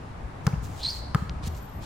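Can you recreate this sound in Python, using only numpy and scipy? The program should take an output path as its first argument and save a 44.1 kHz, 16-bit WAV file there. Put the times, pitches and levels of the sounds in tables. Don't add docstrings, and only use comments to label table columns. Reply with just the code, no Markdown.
import sys
import numpy as np
from scipy import signal
from scipy.fft import rfft, irfft
from scipy.io import wavfile
from scipy.ndimage import uniform_filter1d

SR = 44100
rng = np.random.default_rng(int(sys.argv[2]) if len(sys.argv) > 2 else 0)


def amplitude_ratio(level_db):
    exponent = np.asarray(level_db, float) / 20
    return 10 ** exponent


def dump_mix(stems):
    frames = np.atleast_2d(stems).T
    limited = np.clip(frames, -1, 1)
    pcm = np.round(limited * 32767).astype(np.int16)
    wavfile.write(sys.argv[1], SR, pcm)


N = 81585


def read(points, hz):
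    f, value = np.transpose(points)
    return np.interp(np.log(hz + 1), np.log(f + 1), value)


def evened(x):
    return x / np.sqrt(np.mean(x ** 2) + 1e-20)


def coloured(x, points):
    gain = amplitude_ratio(read(points, np.fft.rfftfreq(x.shape[-1], 1 / SR)))
    return irfft(rfft(x) * gain, x.shape[-1])


def drift(hz):
    low_pass = signal.butter(2, np.clip(hz, 1, 9000), fs=SR)
    return evened(signal.lfilter(*low_pass, rng.standard_normal(N)))


def swing(s, hz, width, order=2, lead=0):
    u = np.arange(N) / SR - s
    return np.cos(2 * np.pi * hz * u) * np.exp(-abs((u + lead) / width) ** order)


# [f/Hz, likeness -1 to 1]
LIKENESS = [(60, 1), (150, 0.83), (290, 0.98), (640, -0.15), (1400, 0.029), (3100, 0.22), (15000, -0.22)]
# [f/Hz, level/dB per Hz]
TOWN_SPECTRUM = [(20, -16), (60, -0.5), (110, -1), (260, -15), (420, -19), (900, -16.5), (3000, -36),
                 (16000, -56.5)]
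# [t/s, level/dB]
RUMBLE_SWELL = [(0, -2), (.2, 0), (.45, 1), (.65, 2), (.95, -3.5), (1.2, 1.5), (1.5, 1), (1.62, -5),
                (1.85, 1)]
TOWN_DB, LEFT_DB = -37.5, 1.8
RUMBLE_HZ = 220
SHELF_HZ, SHELF_DB = 11450, -5


def town():
    frames, hz = N // 256 + 5, np.fft.rfftfreq(1024, 1 / SR)
    a, b, c, d, patches = rng.standard_normal((frames, 513, 5)).T
    patches = uniform_filter1d(patches, size=10, axis=0)
    patches = evened(uniform_filter1d(patches, size=14, axis=1))
    swell = np.interp(np.arange(frames) * 256 / SR, *np.transpose(RUMBLE_SWELL))
    swell = swell / (1 + (hz[:, None] / RUMBLE_HZ) ** 2)
    same = np.clip(read(LIKENESS, hz), -1, 1)[:, None]
    left = a + 1j * b
    right = same * left + np.sqrt(1 - same ** 2) * (c + 1j * d)
    level = read(TOWN_SPECTRUM, hz) + SHELF_DB * (hz > SHELF_HZ)
    z = np.array([left, right]) * amplitude_ratio(level[:, None] + 0.92 * patches + swell)
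    noise = signal.istft(z, nperseg=1024, noverlap=768)[1][:, :N]
    return amplitude_ratio(TOWN_DB) * evened(noise) * amplitude_ratio(LEFT_DB * np.array([[.5], [-.5]]))


# [t/s, level/dB, f/Hz, width/s]
FOOTFALLS = [(0.256, -31.5, 58.6, 0.031), (0.579, -26.5, 66.4, 0.012), (0.614, -30, 61.7, 0.024),
             (0.872, -37.5, 63, 0.05), (1.0, -33, 57.6, .04), (1.092, -35.5, 69.5, 0.083),
             (1.306, -31.5, 61, 0.023), (1.373, -28.5, 70, 0.012), (1.443, -31, 53.4, 0.038),
             (1.474, -21, 140, 0.0035), (1.508, -29.5, 80.8, 0.046), (1.58, -30, 56.5, 0.025)]
# [t/s, level/dB, f/Hz, width/s]
TICKS = [
    (.490, -47, 4300, .001),
    (.5275, -41, 2300, .0012),
    (.5435, -43, 2700, .001),
    (.932, -27, 4750, .0011),
         (1.2958, -21, 3760, 0.00013),
]
THUD_SPREAD_DB = 3


def steps():
    side = THUD_SPREAD_DB * rng.uniform(-0.48, 1, (len(FOOTFALLS), 1, 1))
    side = amplitude_ratio(side * np.array([[1], [-1]]))
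    out = np.zeros((2, N))
    for left_right, (s, db, hz, width) in zip(side, FOOTFALLS):
        out += left_right * amplitude_ratio(db) * swing(s, hz, width)
    for s, db, hz, width in TICKS:
        out += amplitude_ratio(db) * swing(s, hz, width)
    return out


# [peak t/s, rise/s, fall/s, level/dB, brightness
DRAGS = [(.455, 0.015, 0.0081, -57, 0.5), (.645, 0.016, 0.032, -48.5, 0.6), (.72, .05, 0.057, -64, 0.8),
         (.79, 0.02, 0.035, -58, 0.2), (.90, 0.15, 0.075, -47.5, 0.33), (.97, 0.059, 0.043, -56.5, 1),
         (1.165, 0.015, 0.091, -59, 1.), (1.44, 0.012, 0.025, -46, 0), (1.477, 0.017, 0.0073, -39, 0.4),
         (1.548, 0.0022, 0.0086, -51, .3), (1.57, 0.01, .03, -52.5, 0.57), (1.835, .02, 0.046, -48, 0.14)]
# [f/Hz, level/dB per Hz]
DULL_GRIT = [(1500, -11.5), (3400, -4), (5000, -6), (9000, -16), (16000, -36)]
# [f/Hz, level/dB per Hz]
BRIGHT_GRIT = [(1500, -34), (4000, -12), (7000, 7), (10000, -5), (13500, -1), (16000, -3.5)]
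GRIT_DB = 2.5


def scuffs():
    t, out = np.arange(N) / SR, np.zeros((2, N))
    grit = rng.standard_normal((3, N)) * amplitude_ratio(GRIT_DB * drift(720))
    grit = grit[:2] * 0.68 + grit[2] * 0.71
    dull, bright = evened(coloured(grit, DULL_GRIT)), evened(coloured(grit, BRIGHT_GRIT))
    for s, rise, fall, db, shine in DRAGS:
        shape = np.exp(-((t - s) / np.where(t < s, rise, fall)) ** 2)
        out += amplitude_ratio(db) * shape * ((1 - shine) * dull + shine * bright)
    return out


# [f/Hz, level/dB, t60/s]
SQUASHED_RING = [(854, -9.5, 0.0076), (1263, -0.5, 0.016), (1584, -6.5, 0.011)]
# [f/Hz, level/dB, t60/s]
FREE_RING = [(456, -6.5, 0.031), (824, -5.5, 0.023), (1052, -2.5, 0.019), (1424, -2.5, 0.015),
             (2000, -17, 0.021), (2960, -17, 0.0095)]
# [f/Hz, level/dB]
SKIN_CRACK = [(1200, 8), (2400, 1.5), (3300, 3.5), (4400, 3), (6000, -0.5), (10000, -6.5), (16000, -12)]
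THUMP_HZ, THUMP_MID_S, THUMP_WIDTH_S = 137, .0073, .0058
CONTACT_S, LAND_RISE_S, LIFT_RISE_S = .0082, .0003, .0016
CRACK_GAP_S, SKIN_FADE_S = .0022, .0011


def bounce(s, thump_db, land_db, lift_db, first_db, second_db):
    u = np.arange(N) / SR - s
    on, off, late = np.maximum(u, 0), np.maximum(u - CONTACT_S, 0), u - CRACK_GAP_S
    landing, lifting = np.zeros(N), np.zeros(N)
    for hz, db, t60 in SQUASHED_RING:
        landing += amplitude_ratio(land_db + db - 60 * on / t60) * np.sin(2 * np.pi * hz * on)
    for hz, db, t60 in FREE_RING:
        lifting += amplitude_ratio(lift_db + db - 60 * off / t60) * np.sin(2 * np.pi * (hz * off + rng.random()))
    ring = (np.exp(-on / LAND_RISE_S) - 1) * landing
    ring += (1 - np.exp(-off / LIFT_RISE_S)) * lifting
    hold = amplitude_ratio(first_db) * (u > 0) * np.exp(-on / SKIN_FADE_S)
    hold += amplitude_ratio(second_db) * (late > 0) * np.exp(-abs(late) / SKIN_FADE_S)
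    grit = rng.standard_normal((3, N))
    skin = hold * evened(coloured(grit[2] + 0.89 * grit[:2], SKIN_CRACK))
    thump = -amplitude_ratio(thump_db) * swing(s + THUMP_MID_S, THUMP_HZ, THUMP_WIDTH_S, order=4)
    return thump, ring + skin


# [landing t/s, thump level/dB, landing ring level/dB, lift-off ring level/dB]
DRIBBLE = [
    (0.467, -11.5, -20.5, -15.5),
    (1.1469, -11.5, -11, -19),
]
# [first level/dB, second level/dB]
SKIN_CRACKS = [
    (-20.5, -21),
    (-24, -30),
]
# [delay/s, level/dB]
WALL_ECHO = [
    (.0660, -3),
    (0.0734, -10),
]
# [f/Hz, level/dB]
WALL_COLOUR = [(500, -10), (2500, -20), (6000, -34), (16000, -44)]
WALL_LEAD_S = .0013


def ball():
    out = np.zeros((2, N))
    for row, cracks, (delay, db) in zip(DRIBBLE, SKIN_CRACKS, WALL_ECHO):
        thump, top = bounce(*row, *cracks)
        s, thump_db = row[0], row[1]
        echo = -amplitude_ratio(thump_db) * swing(s + THUMP_MID_S + delay, THUMP_HZ, 0.94 * THUMP_WIDTH_S,
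                                      lead=WALL_LEAD_S)
        echo_top = coloured(np.roll(top, round(delay * SR), 1), WALL_COLOUR)
        out += thump + top + amplitude_ratio(db) * (echo + echo_top)
    return out


# [t/s, level/dB, stick-slip f/Hz, roughness 0-1]
SQUEAK_PATH = [
    (0.802, -34.5, 3425, 0.89),
    (0.826, -26, 3750, 0.9),
    (.835, -30, 4350, 0.77),
    (0.849, -24, 4030, 0.19),
    (.866, -26, 4200, 0.52),
    (0.878, -30.5, 4550, .5),
    (.888, -27, 4198, 0.05),
    (0.905, -30, 4844, .55),
    (.930, -42.5, 4560, 0.3),
]
OCTAVE_DB, CHATTER_HZ, WOBBLE, SQUEAK_END_S = -24, 400, .035, .003
STRAND, STRAND_DB, SKIRT_DB = 1.13, -12.5, -21
GRIP_S, LOOSE_DB = .8312, -13


def squeak():
    t, (s, db, hz, rough) = np.arange(N) / SR, np.transpose(SQUEAK_PATH)
    r = np.clip(np.interp(t, s, rough), 0, 1)
    slip_hz = np.interp(t, s, hz) * (1 + WOBBLE * r * 1.43 * np.tanh(drift(260)))
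    turn = 2 * np.pi * np.cumsum(slip_hz) / SR
    chatter = (1 - r) + r * 1.66 * np.tanh(drift(CHATTER_HZ) / 1.23)
    gate = np.clip((t - s[0]) / 0.012 + 1, 0, 1) * np.exp(-np.maximum(t - s[-1], 0) / SQUEAK_END_S)
    gate *= amplitude_ratio(LOOSE_DB * np.clip((GRIP_S - t) / .001, 0, 1))
    tone = chatter * np.sin(turn)
    tone += amplitude_ratio(OCTAVE_DB) * abs(chatter) * (1 + 0.39 * drift(440)) * np.sin(2 * turn)
    tone += amplitude_ratio(STRAND_DB) * np.maximum(drift(99), 0) * drift(470) * np.sin(STRAND * turn)
    tone += amplitude_ratio(SKIRT_DB) * abs(chatter) * drift(2100) * np.cos(0.86 * turn)
    return np.sqrt(2) * amplitude_ratio(np.interp(t, s, db)) * gate * tone


WHINE_HZ, WHINE_WIDTH_HZ, WHINE_S = 13202, 49, 1.48
WHINE_DB, WHINE_FADE_DB_PER_S = -53, -30
WHINE_RIGHT_DB, WHINE_RIGHT_TURN = -10, 1.9


def whine():
    t = np.arange(N) / SR
    turn = 2 * np.pi * WHINE_HZ * t + np.array([[0], [WHINE_RIGHT_TURN]])
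    tone = (1 + 0.6 * drift(WHINE_WIDTH_HZ)) * np.cos(turn)
    tone += .3 * drift(WHINE_WIDTH_HZ) * np.sin(turn)
    fade = amplitude_ratio(WHINE_DB + WHINE_FADE_DB_PER_S * np.maximum(t - 1.6, 0))
    level = np.clip((t - WHINE_S) / 0.048, 0, 1) * fade
    return level * tone * amplitude_ratio(np.array([[0], [WHINE_RIGHT_DB]]))


# [f/Hz, t60/s]
COURT_DECAY = [(60, 1), (150, 0.5), (500, 1), (1200, 1), (4200, 0.81), (9000, 1), (16000, 0.32)]
# [f/Hz, level/dB]
COURT_LEVEL = [(60, -25), (200, -10.5), (1000, -6.5), (4200, -8), (10000, -8.5)]
COURT_START_S = .007


def court(x):
    taps = rng.standard_normal((2, SR)) * (np.arange(SR) > COURT_START_S * SR)
    hz, t, z = signal.stft(taps, SR, nperseg=512)
    same = np.clip(read(LIKENESS, hz), -1, 1)[:, None]
    z[1] = same * z[0] + np.sqrt(1 - same ** 2) * z[1]
    t60 = read(COURT_DECAY, hz)[:, None]
    fade = amplitude_ratio(read(COURT_LEVEL, hz)[:, None] - 60 * t / t60)
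    fade = fade / np.sqrt(t60 * SR / 14.7)
    tail = signal.istft(z * fade, SR, nperseg=512)[1]
    return signal.fftconvolve(x[None], tail, axes=1)[:, :N]


WALL_SQUEAK_S, WALL_SQUEAK_DB = .066, -19
NEAR_LEFT_DB, LEFT_LAG = 1.1, 2


def scene():
    hits, sole, drag = ball(), squeak(), scuffs()
    delay = round(WALL_SQUEAK_S * SR)
    wall = amplitude_ratio(WALL_SQUEAK_DB) * np.array([np.roll(sole, delay), np.roll(sole, delay + 4)])
    left, right = hits * amplitude_ratio(NEAR_LEFT_DB * np.array([[1], [-1]]))
    near = np.array([np.roll(left, LEFT_LAG), right])
    near = near + steps() + sole * amplitude_ratio(np.array([[-.5], [.5]]))
    tail = court(hits.mean(0) + sole + drag.mean(0))
    return near + wall + drag + tail + whine() + town()


def roll_off(x):
    return signal.sosfilt(signal.butter(12, 16520, fs=SR, output="sos"), x)


def record(dry):
    edge = signal.firwin(255, 16100, fs=SR)
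    mix = signal.oaconvolve(dry, edge[None], "same")
    return roll_off(mix)


dry = scene()
out = record(dry)
dump_mix(out)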